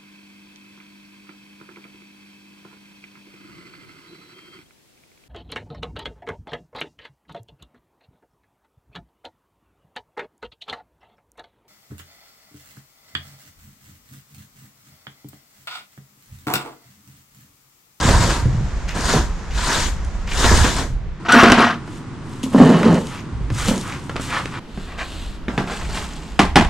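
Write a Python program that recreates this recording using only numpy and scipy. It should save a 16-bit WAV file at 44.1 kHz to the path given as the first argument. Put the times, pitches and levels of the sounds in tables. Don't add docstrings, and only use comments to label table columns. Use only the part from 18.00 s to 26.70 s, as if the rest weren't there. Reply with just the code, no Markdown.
import sys
import numpy as np
from scipy import signal
from scipy.fft import rfft, irfft, next_fast_len
from scipy.io import wavfile
from scipy.ndimage import uniform_filter1d, minimum_filter1d

SR = 44100
rng = np.random.default_rng(int(sys.argv[2]) if len(sys.argv) > 2 else 0)


def file_out(sig):
    cols = np.atleast_2d(sig).T
    lim = np.clip(cols, -1, 1)
    pcm = np.round(lim * 32767).astype(np.int16)
    wavfile.write(sys.argv[1], SR, pcm)


N = 383475


# t/s, rise/s, hold/s, fall/s, bristle level/dB, grit level/dB, head judder level/dB
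BROOM_STROKES = [(0.0, 0.00057, 0.27, 0.16, -22.5, -16, -21), (0.945, 0.0054, 0.0055, 0.021, -34, -22, -28),
                 (0.93, 0.17, 0.041, 0.079, -22.5, -18.5, -27.5),
                 (1.52, 0.17, 0.13, 0.079, -22, -18.5, -29), (2.285, 0.16, 0.16, 0.21, -19, -16, -23),
                 (2.755, 0.012, 0.0058, 0.08, -28, -29, -23.5)]
# t/s, grit level/dB, head level/dB, bristle level/dB (peaks)
BROOM_CATCHES = [(.088, -10, -7.5, -12.5), (.305, -11, -16.5, -17.5), (.962, -22, -19, -26),
                 (1.09, -11, -24, -19), (1.137, -25, -5.5, -25), (2.443, -4, -10.5, -13),
                 (2.513, -11, -10, -15), (2.642, -5.5, -10.5, -14), (2.785, -14, -29, -21.5)]
# f/Hz, level/dB
BRISTLE_TIPS = [(1120, -8), (1900, -0.5), (2640, -4.5), (3510, -1.5), (5460, -3.5), (7010, -2),
                (9490, -11.5), (11000, -21), (12500, -18.5), (14000, -31), (15000, -39)]
# f/Hz, level/dB
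GRIT = [(350, -12.5), (600, -8), (783, -7.5), (958, 2.5), (1120, -3.5), (1280, -4), (1700, -4.5),
        (2200, -26), (2860, -25), (4840, -120)]
# f/Hz, level/dB
BROOM_HEAD = [(71, -19.5), (120, -1), (215, -6), (252, -6), (290, -7.5), (456, -10), (750, -13), (980, -38),
              (1650, -120)]
# f/Hz, width/Hz, level over the spectrum/dB
HEAD_MODES = [(240, 36, -1), (335, 30, -3)]
# f/Hz, level/dB
STIFF_BRISTLES = [(800, -3.5), (1800, 4), (2600, 5), (4000, -4.5), (7000, -5.5), (10000, -23), (15000, -24)]
BEND_DB = 1.2


def broom():
    tips, grit, head = body(BRISTLE_TIPS), body(GRIT), body(BROOM_HEAD, HEAD_MODES)
    hiss = rub(BROOM_STROKES, tips, per_s=5000, spread_db=-1.5, hiss=1.0, chatter_db=3.5, wet_db=4.5,
               left_db=3.5, sag_db_per_s=6.5, follow=0.82, cycles=1.0)
    crackle = rub(BROOM_STROKES, tips, per_s=500, spread_db=2.5, hiss=0, chatter_db=3, wet_db=-4,
                  left_db=2, sag_db_per_s=8, cycles=3)
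    rolling = rub(BROOM_STROKES, grit, per_s=1000, spread_db=0.0, hiss=0.28, chatter_db=5.5, wet_db=5.0,
                  left_db=-1.0, sag_db_per_s=21.0, follow=0.76, level_column=5)
    judder = rub(BROOM_STROKES, head, per_s=400, spread_db=1.5, hiss=0.046, chatter_db=1.5, wet_db=3.5,
                 sag_db_per_s=13, follow=0.65, level_column=6)
    sweeping = amp(-2.0) * hiss + amp(-10) * crackle + amp(-4.5) * rolling + amp(-1.0) * judder
    grit_catch = strike(BROOM_CATCHES, grit, contact_s=.016, rattle=5, wet_db=-5)
    head_catch = strike(BROOM_CATCHES, head, contact_s=0.032, rattle=2.26, wet_db=-7.5, level_column=2)
    bristle_catch = strike(BROOM_CATCHES, body(STIFF_BRISTLES), contact_s=.016, rattle=8, wet_db=-3,
                           level_column=3)
    catches = amp(-3.5) * grit_catch + amp(-1.0) * head_catch + bristle_catch
    return wander(sweeping, BEND_DB) + catches


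# t/s, rise/s, hold/s, fall/s, level/dB
FLICKS = [(.874, .012, .012, .06, -32.5), (1.5, .014, .004, .02, -38), (1.53, .02, .012, .034, -36.5),
          (2.27, .003, .0067, .1, -33), (2.311, .002, .004, .03, -30), (5.15, .021, .025, .025, -39),
          (5.92, .003, .004, .013, -32)]


def flicks():
    return rub(FLICKS, body(STIFF_BRISTLES), per_s=2900, spread_db=5, hiss=1.0, chatter_db=-1.5, wet_db=-1,
               left_db=0.5, sag_db_per_s=62, cycles=0.95)


# t/s, rise/s, hold/s, fall/s, lip scrape level/dB, board judder level/dB
PAN_PUSHES = [(3.249, 0.0023, 0.014, 0.026, -29, -54), (3.282, 0.0077, 0.036, 0.024, -14.5, -21),
              (3.322, 0.027, 0.091, 0.25, -8.5, -14), (3.565, 0.021, 0.11, 0.067, -17, -25)]
# t/s, peak level/dB
CLACKS = [(3.25, -24), (3.291, -16), (3.434, 13.5), (3.482, -2), (3.5, 5.5), (3.519, 9), (3.584, 2),
          (3.706, -10), (3.877, -18), (4.548, -15), (4.599, -21), (4.701, -7), (4.831, -2), (5.502, -8),
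          (5.685, -10), (5.898, -15), (6.096, -7), (6.158, -7.5), (6.197, -6.5), (6.457, -19)]
# f/Hz, level/dB
PAN_LIP = [(350, -17), (600, -13.5), (697, 1), (757, -12), (917, -2), (996, -3.5), (1420, -0.5),
           (2000, -10.5), (3060, -18), (4310, -23.5), (5660, -25), (11100, -47), (12500, -38), (15800, -91)]
# f/Hz, width/Hz, level over the spectrum/dB
PAN_MODES = [(552, 15, 3), (1080, 22, -7), (1377, 18, 1.5), (1530, 20, -4), (3050, 110, 4)]
# f/Hz, level/dB
CRUSHED_GRIT = [(800, -10), (1800, 4), (3000, 4), (4400, -5.5), (5600, -10), (7500, -17), (10000, -22),
                (15000, -42)]
# f/Hz, level/dB
BOARDS = [(40, -31), (100, -15), (155, -6), (200, -0.5), (245, 4), (330, -3), (480, -2), (650, -13),
          (1000, -15), (3000, -64), (10000, -100)]
# f/Hz, width/Hz, level over the spectrum/dB
BOARD_MODES = [(236.6, 18, 9)]
# f/Hz, level/dB
CLACK = [(100, -1.5), (300, 6.5), (700, -2.5), (1500, -2), (3000, -16), (6000, -20.5), (15000, -47)]


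def dustpan():
    lip = rub(PAN_PUSHES, body(PAN_LIP, PAN_MODES), per_s=2400, spread_db=2, hiss=.25, chatter_db=1.8,
              wet_db=-8, left_db=1.3, sag_db_per_s=20, cycles=1.8)
    crunch = rub(PAN_PUSHES, body(CRUSHED_GRIT), per_s=600, spread_db=1.5, hiss=.1, chatter_db=2,
                 wet_db=-7, left_db=1.3, sag_db_per_s=30, cycles=2.5)
    drum = rub(PAN_PUSHES, body(BOARDS, BOARD_MODES), per_s=220, spread_db=3.0, hiss=0.055, chatter_db=-5.5,
               wet_db=-25.0, sag_db_per_s=23, follow=0.4, level_column=5)
    clacks = strike(CLACKS, body(CLACK, PAN_MODES), contact_s=.004, rattle=4, wet_db=-6)
    return amp(-2.5) * lip + amp(-13) * crunch + amp(-0.5) * drum + amp(-7.0) * clacks


# t/s, length/s, first f/Hz, last f/Hz, level/dB
SQUEALS = [(3.274, 0.047, 1437, 1510, -15.5), (3.312, .04, 1548, 1394, -8),
           (3.345, 0.049, 1393, 1336, -10.5), (3.379, 0.038, 1380, 1526, -10),
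           (3.642, 0.029, 1420, 1560, -27)]


def pan_squeals():
    out = np.zeros((2, N))
    for s, length, first_hz, last_hz, db in SQUEALS:
        t = np.arange(round(length * SR)) / SR
        wobble = 0.021 * unit(uniform_filter1d(rng.standard_normal(len(t)), 150))
        glide_hz = np.linspace(first_hz, last_hz, len(t)) * (1 + wobble)
        phase = 2 * np.pi * np.cumsum(glide_hz) / SR
        overtones = np.sin(np.outer(np.arange(2, 5), phase)).sum(0)
        squeal = amp(db) * np.hanning(len(t)) * (np.sin(phase) + amp(-17.5) * overtones)
        add(out, s, room(squeal, np.ones(1), wet_db=-21))
    return out


# t/s, rise/s, hold/s, fall/s, level/dB
BRUSH_STROKES = [(3.84, 0.088, 0.038, 0.05, -47), (4.21, 0.087, 0.21, 0.045, -49.5),
                 (4.43, 0.0032, 0.0031, 0.012, -27.5), (4.49, 0.091, 0.57, 0.057, -36),
                 (5.51, 0.093, 0.046, 0.28, -29), (5.672, 0.0056, 0.013, 0.021, -28),
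                 (5.86, 0.011, .02, 0.68, -44), (6.19, 0.029, 0.041, 0.2, -35.5),
                 (6.32, 0.076, 0.24, .06, -48)]
# t/s, rise/s, hold/s, fall/s, level/dB
SHAVINGS = [(5.05, 0.068, 0.035, 0.035, -31.5), (5.53, 0.07, 0.037, 0.18, -24.5),
            (5.8, 0.049, 0.11, 0.023, -29), (6.158, 0.0024, 0.0041, 0.019, -29),
            (6.185, 0.025, .01, 0.36, -32), (6.28, 0.061, 0.032, 0.056, -19), (6.4, .02, 0.032, 0.1, -50),
            (6.51, 0.022, 0.053, 0.02, -29)]
# t/s, peak level/dB
SNAPS = [(3.2505, -27), (3.3212, -11), (3.5199, 7), (4.8307, -8), (5.686, -10), (5.712, -17), (6.095, -17),
         (6.164, -10), (6.457, -9.5), (6.985, -23), (7.007, -23), (7.7488, -17), (7.821, -23)]
# t/s, peak level/dB
TICKS = [(2.048, -29), (3.3229, -5.5), (4.4318, -23), (4.944, -19.5), (5.0697, -21), (5.7492, -25),
         (5.779, -16.5), (5.812, -18.5), (6.5134, -39)]
# f/Hz, level/dB
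SOFT_BRISTLES = [(1180, -51), (2000, -10), (2710, -6.5), (3080, -2.5), (4750, -8), (7510, -5), (8860, -8),
                 (14100, -22.5), (15000, -31), (15800, -47)]
# f/Hz, level/dB
SPLINTERS = [(290, -58), (500, -8), (638, -16), (873, -10), (991, -6), (1210, -4.5), (1610, -9),
             (1970, -10), (2340, -12.5), (5390, -25), (8000, -35), (10400, -63), (17600, -120)]
# f/Hz, level/dB
CHIP = [(500, 16.5), (1800, 16.5), (3200, 12.5), (6500, -1), (10000, -10), (15000, -46)]
# f/Hz, level/dB
HARD_GRAIN = [(1200, -25), (3000, 4), (6000, 4.5), (9500, 2), (15000, -35)]


def hand_brush():
    swish = rub(BRUSH_STROKES, body(SOFT_BRISTLES), per_s=3500, spread_db=2.5, hiss=.7, chatter_db=2.5,
                wet_db=-3, left_db=1.3, sag_db_per_s=14, follow=0.89, cycles=1.5)
    rasp = rub(SHAVINGS, body(SPLINTERS), per_s=3600, spread_db=1.8, hiss=.5, chatter_db=1.5,
               wet_db=-3, sag_db_per_s=8, cycles=2)
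    snaps = strike(SNAPS, body(CHIP), contact_s=0.0016, rattle=1.5, wet_db=-4)
    ticks = strike(TICKS, body(HARD_GRAIN), contact_s=.002, rattle=3, wet_db=-8)
    return amp(-2.5) * swish + amp(-6.5) * rasp + amp(-3.5) * snaps + amp(-1) * ticks


# t/s, rise/s, hold/s, fall/s, scrape level/dB, board judder level/dB
OFFCUT_SHOVES = [(4.51, 0.11, 0.13, 0.17, -17, -6), (4.82, 0.056, 0.1, 0.02, -19.5, -7.5),
                 (4.98, 0.02, 0.037, 0.078, -35.5, -26), (5.65, 0.034, 0.0071, 0.14, -26.5, -15)]
# t/s, peak level/dB
JOLTS = [(4.436, -13), (4.463, -15), (4.547, 1.5), (4.561, -1.5), (4.601, 5), (4.612, 5), (4.622, 0),
         (4.661, -5), (4.702, -1), (4.712, -2), (4.816, -15), (4.853, -10), (4.875, -8.5), (4.928, -10.5),
         (4.968, -16), (5.712, -11)]
# f/Hz, level/dB
OFFCUT_EDGE = [(310, -30), (520, 0.5), (591, 1.5), (713, -11.5), (772, -8), (1040, -6.5), (1510, -12.5),
               (1840, -12), (2260, -20), (3040, -17), (3360, -26), (3930, -20.5), (5500, -30.5),
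               (7150, -30), (12100, -120)]
# f/Hz, width/Hz, level over the spectrum/dB
OFFCUT_MODES = [(851, 120, 0), (1330, 90, -3), (1800, 160, -1), (2980, 160, 2)]
# f/Hz, level/dB
OFFCUT_BODY = [(40, -26), (100, -11), (170, 3.5), (235, 1.5), (310, -6), (420, -2), (530, -8.5),
               (680, -16.5), (850, -16), (1100, -27), (3000, -46), (10000, -100)]
# f/Hz, level/dB
OFFCUT_JOLT = [(40, -33), (110, -18), (180, 0), (255, 10), (320, -5), (450, -3.5), (600, -8.5), (800, -15),
               (1050, -11.5), (2000, -41), (8000, -76)]
# f/Hz, width/Hz, level over the spectrum/dB
JOLT_MODES = [(245, 32, 7)]


def offcut():
    scrape = rub(OFFCUT_SHOVES, body(OFFCUT_EDGE, OFFCUT_MODES), per_s=2600, spread_db=2, hiss=.4,
                 chatter_db=1.8, wet_db=-7, left_db=-.8, sag_db_per_s=10, cycles=1)
    judder = rub(OFFCUT_SHOVES, body(OFFCUT_BODY), per_s=900, spread_db=1, hiss=.25, chatter_db=1,
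                 wet_db=-7, sag_db_per_s=18, level_column=5)
    jolts = strike(JOLTS, body(OFFCUT_JOLT, JOLT_MODES), contact_s=.005, rattle=.4, wet_db=-10)
    return amp(-6.0) * scrape + amp(-5) * judder + amp(-1) * jolts


# t/s, rise/s, hold/s, fall/s, rustle level/dB, patter level/dB
POUR = [(7.48, 0.043, 0.022, 0.12, -45.5, -34.5), (7.572, 0.0061, 0.022, 0.1, -44, -29),
        (7.65, 0.062, 0.05, 0.91, -36.5, -39), (7.88, 0.083, 0.014, 0.12, -35, -34),
        (8.07, 0.03, 0.072, 0.6, -52.5, -48)]
# t/s, peak level/dB
CLUMPS = [(7.674, -18.5), (7.699, -18.5), (7.715, -18), (7.735, -23.5), (7.812, -23), (7.896, -27),
          (7.972, -19)]
# f/Hz, level/dB
LINER = [(380, -28), (650, -16), (816, -5.5), (1250, -8.5), (1390, -8), (2220, -13), (6640, -17.5),
         (7590, -15.5), (10200, -28), (14000, -32), (15800, -56)]
# f/Hz, level/dB
CRINKLE = [(700, -14), (1500, -4), (2800, 4), (4500, -1), (6200, -12), (7600, -2), (10000, -17),
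           (15000, -33)]
# f/Hz, level/dB
BIN_BOTTOM = [(65, -40), (110, -9), (194, -2.5), (269, -5), (350, -19), (381, -12), (471, -17), (720, -16),
              (1100, -27), (1430, -35), (2420, -120)]
# f/Hz, level/dB
CLUMP = [(150, -8), (400, 2), (1400, -3.5), (3000, -10), (8000, -27), (15000, -46)]
# f/Hz, width/Hz, level over the spectrum/dB
BIN_MODES = [(233, 22, -3), (350, 10, 2), (647, 9, 4), (700, 11, 3), (780, 8, 6), (964, 11, 3),
             (1055, 9, 4), (1165, 11, 7), (1370, 12, 8), (1570, 8, 9), (1663, 9, 9), (2054, 70, 3),
             (2530, 18, 5), (3520, 18, 4)]


def sawdust_pour():
    rustle = rub(POUR, body(LINER), per_s=2400, spread_db=2.2, hiss=0.6, chatter_db=2.5,
                 wet_db=-2, sag_db_per_s=12, cycles=1.5)
    crinkle = rub(POUR, body(CRINKLE), per_s=600, spread_db=2.2, hiss=.25, chatter_db=3,
                  wet_db=-4, sag_db_per_s=10, cycles=2)
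    patter = rub(POUR, body(BIN_BOTTOM), per_s=360, spread_db=2.0, hiss=0.32, chatter_db=3.5,
                 wet_db=-18.0, sag_db_per_s=14, level_column=5)
    clumps = strike(CLUMPS, body(CLUMP, BIN_MODES), contact_s=.014, rattle=8, wet_db=-3)
    return amp(-1.0) * rustle + amp(-7) * crinkle + amp(2.0) * patter + clumps


# t/s, pan peak level/dB, bin wall peak level/dB
RAPS = [(8.392, -1, -14), (8.397, -1, 3), (8.403, -7, 0), (8.416, -12, -11), (8.433, -13, -9),
        (8.452, -20, -13), (8.5575, 3, -10), (8.5645, 0, 4), (8.572, -7, -1), (8.587, -12, -9),
        (8.597, -11, -7), (8.61, -11, -9), (8.624, -15, -10), (8.648, -19, -18)]
# f/Hz, level/dB
RAP = [(40, -20), (70, -17), (120, -3.5), (190, -1.5), (330, -7), (520, -12.5), (800, -1), (1100, -5.5),
       (1350, -11.5), (2100, -10.5), (3200, -16.5), (5500, -24.5), (8000, -27), (16000, -55)]
# f/Hz, level/dB
BIN_WALL = [(50, -20), (100, -13), (150, -1.5), (215, 4), (300, -2), (430, -6.5), (560, -15.5), (780, -6.5),
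            (1100, -12), (2000, -29), (8000, -61)]


def rim_raps():
    wall = strike(RAPS, body(BIN_WALL), contact_s=.005, rattle=.4, wet_db=-6, level_column=2)
    ring = strike(RAPS, body(RAP, BIN_MODES), contact_s=.004, rattle=3, wet_db=-3)
    crack = strike(RAPS, body(CHIP), contact_s=.004, rattle=6, wet_db=-9)
    return crack + amp(0.5) * ring + wall


# t/s, rise/s, hold/s, fall/s, level/dB
LID_SWINGS = [(6.86, 0.026, 0.022, 0.18, -38.5), (6.974, 0.02, 0.02, 0.03, -25.5)]
# t/s, hollow thump peak level/dB, contact peak level/dB
BIN_BUMPS = [(6.775, -19, -38), (7.4825, -13.5, -20.5), (7.578, -9.5, -16.5)]
# f/Hz, level/dB
LID_RUB = [(240, -46), (400, -16), (613, -5.5), (712, -6), (926, -13), (1060, -0.5), (1380, -14),
           (1590, -6.5), (2260, -12), (2460, -10), (3200, -19), (3970, -21.5), (8000, -34), (10400, -62),
           (17600, -120)]
# f/Hz, level/dB
RIM_TICK = [(900, -3), (2200, 8), (3700, 1), (5000, -33), (15000, -55)]


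def bin_lid():
    swing = rub(LID_SWINGS, body(LID_RUB), per_s=530, spread_db=3.0, hiss=1.0, chatter_db=0.0, wet_db=-9.0)
    thump = strike(BIN_BUMPS, body(BIN_BOTTOM), contact_s=0.015, rattle=.8, wet_db=-4)
    knock = strike(BIN_BUMPS, body(CLACK, BIN_MODES), contact_s=0.0025, rattle=1.33, wet_db=6.5,
                   level_column=2)
    tick = strike(BIN_BUMPS, body(RIM_TICK), contact_s=.003, rattle=4, wet_db=-6, level_column=2)
    return amp(0.3) * swing + amp(-2.0) * thump + amp(5.0) * knock + amp(4) * tick


# t/s, rise/s, hold/s, fall/s, level/dB
SLEEVE_MOVES = [(6.66, 0.12, 0.046, .2, -43), (6.975, 0.0085, 0.17, 0.25, -38.5)]
# f/Hz, level/dB
CLOTH = [(1180, -6.5), (2000, -10.5), (2400, -10), (2750, -5), (4100, -5.5), (5700, -17), (7640, -13),
         (12400, -30.5), (15800, -35)]


def sleeve():
    return amp(-2.0) * rub(SLEEVE_MOVES, body(CLOTH), per_s=1100, spread_db=2.0, hiss=0.86, chatter_db=0.0,
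                           wet_db=-7.0, sag_db_per_s=-14.5)


# t/s, rise/s, hold/s, fall/s, level/dB
RUMBLE = [(0.0, 0.0091, 1.32, 0.057, -24.5), (0.02, 0.094, 0.018, 0.11, -19),
          (1.14, 0.025, 0.043, 0.045, -26), (1.35, 0.2, 1.524, .07, -24), (2.4, 0.066, 0.12, .08, -13),
          (4.53, 0.1, 0.43, .1, -42), (5.293, 0.056, 0.3, 0.23, -27.5), (6.14, 0.026, .02, 0.12, -30),
          (6.68, 0.063, 2, .05, -34), (7.163, 0.042, 0.057, 0.077, -35), (7.76, 0.065, 0.036, .2, -28),
          (8.388, 0.031, 0.048, 0.15, -25), (8.553, 0.026, 0.037, .08, -20)]
# t/s, peak level/dB
THUDS = [(0.053, -5), (0.083, -2.5), (0.127, -4.5), (0.206, -4.5), (0.425, -8.5), (0.456, -3),
         (0.548, -7.5), (0.609, -8), (1.133, -22), (2.518, -22), (2.61, -4.5), (2.902, -15), (5.33, -16),
         (5.365, -27), (5.409, -15), (5.504, -10), (5.654, -14)]
# t/s, peak level/dB
BUMPS = [(2.447, -7), (2.516, -4.5), (2.575, -10), (2.644, -13), (3.345, -5), (3.362, -2), (3.429, 5.5),
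         (3.443, 6.5), (3.468, 1.5), (3.519, 1.5), (3.583, 0.5), (3.601, 1), (3.628, 0)]
# f/Hz, level/dB
FLOOR_SWAY = [(12, -8), (28, 2.5), (45, 0.5), (60, 3.5), (85, -10), (140, -18), (300, -67), (3000, -120)]
# f/Hz, level/dB
FOOTFALL = [(25, -17), (60, 1.5), (115, 8), (180, -6), (300, -14), (700, -34.5), (2000, -98), (8000, -120)]


def floorboards():
    sway = rub(RUMBLE, body(FLOOR_SWAY), per_s=400, spread_db=3.0, hiss=1, chatter_db=0,
               wet_db=-1, sag_db_per_s=.6)
    thuds = strike(THUDS, body(FOOTFALL), contact_s=0.045, rattle=0.91, wet_db=-4.0)
    bumps = strike(BUMPS, body(BOARDS, BOARD_MODES), contact_s=.004, rattle=.35, wet_db=-8)
    return amp(0.5) * sway + amp(-4.0) * thuds + amp(-5.5) * bumps


# t/s, rise/s, hold/s, fall/s, level/dB
FAINT_HISS = [(0.0, .01, 2.7, .1, -35)]
# f/Hz, level/dB
FAINT_HISS_COLOUR = [(200, -1.5), (500, -7.5), (1000, -5.5), (1800, -10), (2800, -18), (4500, -19.5),
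                     (7000, -19), (9000, -31.5), (12000, -42), (16000, -81)]


def faint_hiss():
    return rub(FAINT_HISS, body(FAINT_HISS_COLOUR), per_s=12000, spread_db=8.0, hiss=3.8, chatter_db=1.5,
               wet_db=14.5, sag_db_per_s=1.8)


CUTS = [3.2, 6.595]
# f/Hz, level/dB
AIR_SPECTRA = [
    [(30, -9), (80, -10.5), (190, 1), (260, -18), (400, -15.5), (600, -21.5), (1000, -22.5), (1900, -25.5),
     (2800, -31.5), (7000, -43.5), (15800, -78)],
    [(40, -7), (80, -3.5), (125, 1.5), (195, -4), (320, -6), (500, -20), (650, -23.5), (1000, -16.5),
     (1300, -20), (2600, -30), (9000, -42), (15800, -96)],
    [(40, 3), (80, -10), (165, 1), (320, -5), (480, -13.5), (1450, -17), (2400, -23.5), (2900, -23),
     (5000, -30.5), (13000, -48), (15800, -85)],
]
AIR_DB = [-36.5, -31.5, -37]


def air():
    section = np.searchsorted(CUTS, np.arange(N) / SR)
    noise, out = port_noise(N), np.zeros((2, N))
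    for k, (spectrum, db) in enumerate(zip(AIR_SPECTRA, AIR_DB)):
        present = uniform_filter1d((section == k) * 1., size=256)
        coloured = signal.oaconvolve(noise, body(spectrum)[None], axes=1)[:, :N]
        out += amp(db) * present * coloured
    return out


def movement(rise_s, hold_s, fall_s, sag_db_per_s, follow):
    knots = np.cumsum([0, rise_s, hold_s, fall_s])
    t = np.arange(0, knots[-1], 1 / SR)
    speed = np.interp(t, knots, [0, 1, 1, 0])
    return speed ** follow * amp(-sag_db_per_s * np.maximum(t - knots[1], 0))


GRAIN_LOW_HZ, GRAIN_HIGH_HZ = 600, 11000


def slips(length, per_s, spread_db, hiss, cycles, size=256):
    sizes = amp(spread_db * np.minimum(rng.exponential(1, length), 4.5)) * rng.choice([-1, 1], length)
    catches = sizes * (rng.random(length) < per_s / SR)
    if cycles:
        at, t = np.flatnonzero(catches)[:, None], np.arange(size) / SR
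        hz = GRAIN_LOW_HZ * (GRAIN_HIGH_HZ / GRAIN_LOW_HZ) ** rng.random(length)[at]
        decay = np.exp(-hz * t / cycles)
        crumbs = catches[at] * hz * decay * np.sin(2 * np.pi * hz * t)
        places = (at + np.arange(size)).ravel()
        catches = np.bincount(places, crumbs.ravel(), length)[:length]
    return unit(unit(catches) + hiss * rng.standard_normal(length))


def rub(strokes, ring, per_s, spread_db, hiss, chatter_db, wet_db, left_db=0, sag_db_per_s=0, follow=1,
        cycles=0, level_column=4):
    effort, out = np.zeros((1, N)), np.zeros((2, N))
    for row in strokes:
        loudness = movement(*row[1:4], sag_db_per_s, follow)
        add(effort, row[0], amp(row[level_column]) * loudness[None])
    first_s, last_s = np.flatnonzero(effort[0])[[0, -1]] // SR
    busy = effort[0, first_s * SR:(last_s + 1) * SR]
    knots = np.arange(0, len(busy), .008 * SR)
    knot_db = chatter_db * rng.uniform(-1.15, 1.2, len(knots))
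    grip = unit(np.interp(np.arange(len(busy)), knots, amp(knot_db)))
    force = slips(len(busy), per_s, spread_db, hiss, cycles) * grip * busy
    add(out, first_s, room(force, ring, wet_db))
    return out * amp([[left_db / 2], [-left_db / 2]])


def strike(rows, ring, contact_s, rattle, wet_db, level_column=1, size=4096):
    out, t = np.zeros((2, N)), np.arange(size) / SR
    push = np.exp(-t * SR / 4) / 4
    for row in rows:
        chatter = rng.standard_normal(size) * np.exp(-t / contact_s)
        sound = room(rattle * chatter / np.linalg.norm(chatter) + push, ring, wet_db)
        add(out, row[0], amp(row[level_column]) * sound / abs(sound.mean(0)).max())
    return out


def body(spectrum, modes=(), size=8192):
    hz = np.fft.rfftfreq(size, 1 / SR)
    peaks = sum(amp(db) ** 2 / (1 + (2 * (hz - f) / width) ** 2) for f, width, db in modes)
    log_gain = np.log(amp(read(spectrum, hz)) * np.sqrt(1 + peaks))
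    circle = np.concatenate([log_gain, log_gain[-2:0:-1]])
    response = np.fft.ifft(np.exp(np.conj(signal.hilbert(circle)))).real
    ring = response[:size // 2] * np.hanning(size)[size // 2:]
    return ring / np.linalg.norm(ring)


def wander(x, depth_db, size=512):
    z = signal.stft(x, nperseg=size)[2]
    patches = rng.standard_normal(z.shape[1:])
    for _ in range(2):
        patches = uniform_filter1d(uniform_filter1d(patches, size=9, axis=0), size=7, axis=1)
    gain = unit(amp(depth_db * unit(patches)))
    return signal.istft(z * gain, nperseg=size)[1][:, :N]


ROOM_T60 = 0.31


def room(force, ring, wet_db, early_db=-8, size=16384, count=7):
    t = np.arange(size) / SR
    linger = np.exp(-2 * np.log(1000) * t / ROOM_T60) * (1 - np.exp(-t / 0.0049))
    power = abs(signal.fftconvolve(force ** 2, linger / linger.sum()))
    paths = (t == 0) * 1.
    delays = np.round(rng.uniform(.002, .028, count) * SR).astype(int)
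    echoes = unit(1 / np.sqrt(delays)) * rng.choice([-1, 1], count) / np.sqrt(count)
    paths[delays] = amp(early_db) * echoes
    diffuse = amp(wet_db) * np.sqrt(power) * port_noise(len(power))
    sound = signal.fftconvolve(force, paths) + diffuse
    loudness = np.hypot(np.linalg.norm(paths), amp(wet_db))
    return signal.fftconvolve(sound, ring[None], axes=1) / loudness


# f/Hz, correlation (0-1)
LIKENESS = [(30, .7), (70, .78), (140, .93), (280, .94), (600, .8), (1400, .8), (3000, .5), (7000, .28),
            (15000, .3)]


def port_noise(size):
    padded = next_fast_len(size)
    a, b = rfft(rng.standard_normal((2, padded)))
    like = np.clip(read(LIKENESS, np.linspace(0, SR / 2, len(a))), 0, 1)
    mid, side = a * np.sqrt((1 + like) / 2), b * np.sqrt((1 - like) / 2)
    return irfft([mid + side, mid - side], padded)[:, :size]


def amp(db):
    return 10 ** (np.asarray(db) / 20)


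def unit(x):
    return x / np.sqrt(np.mean(x ** 2) + 1e-20)


def read(points, hz):
    f, value = np.transpose(points)
    return np.interp(np.log(hz + 1), np.log(f + 1), value)


def add(mix, s, sound):
    part = mix[:, max(round(s * SR), 0):][:, :sound.shape[1]]
    part += sound[:, :part.shape[1]]


def scene():
    before_cut = uniform_filter1d((np.arange(N) / SR < CUTS[1]) * 1., size=128)
    sweeping = broom() + flicks() + dustpan() + pan_squeals() + hand_brush() + offcut()
    emptying = sawdust_pour() + rim_raps() + bin_lid() + sleeve()
    return before_cut * sweeping + emptying + floorboards() + faint_hiss() + air()


# f/Hz, level/dB
PORT_BALANCE = [(30, -1.8), (60, -1.5), (125, -.5), (500, -1.1), (1000, -.6), (4000, 1.2), (8000, -1.5),
                (15000, -1.5)]
# f/Hz, phase/rad
PORT_LAG = [(30, 0), (500, .02), (1000, .09), (1900, .24), (3200, .42), (5000, .42), (7500, .1), (15000, 0)]
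EDGE_HZ = 15600


def record(dry):
    hz = np.fft.rfftfreq(N, 1 / SR)
    half = amp(read(PORT_BALANCE, hz) / 2) * np.exp(-.5j * read(PORT_LAG, hz))
    heard = irfft(rfft(dry) * np.array([half, 1 / half]), N)
    gain = np.minimum(1, .98 / (abs(heard) + 1e-9))
    limited = heard * uniform_filter1d(minimum_filter1d(gain, size=5), size=5)
    low_pass = signal.firwin(255, EDGE_HZ, window=("kaiser", 8), fs=SR)
    return signal.oaconvolve(limited, low_pass[None], "same")


dry = scene()
out = record(dry)
file_out(out)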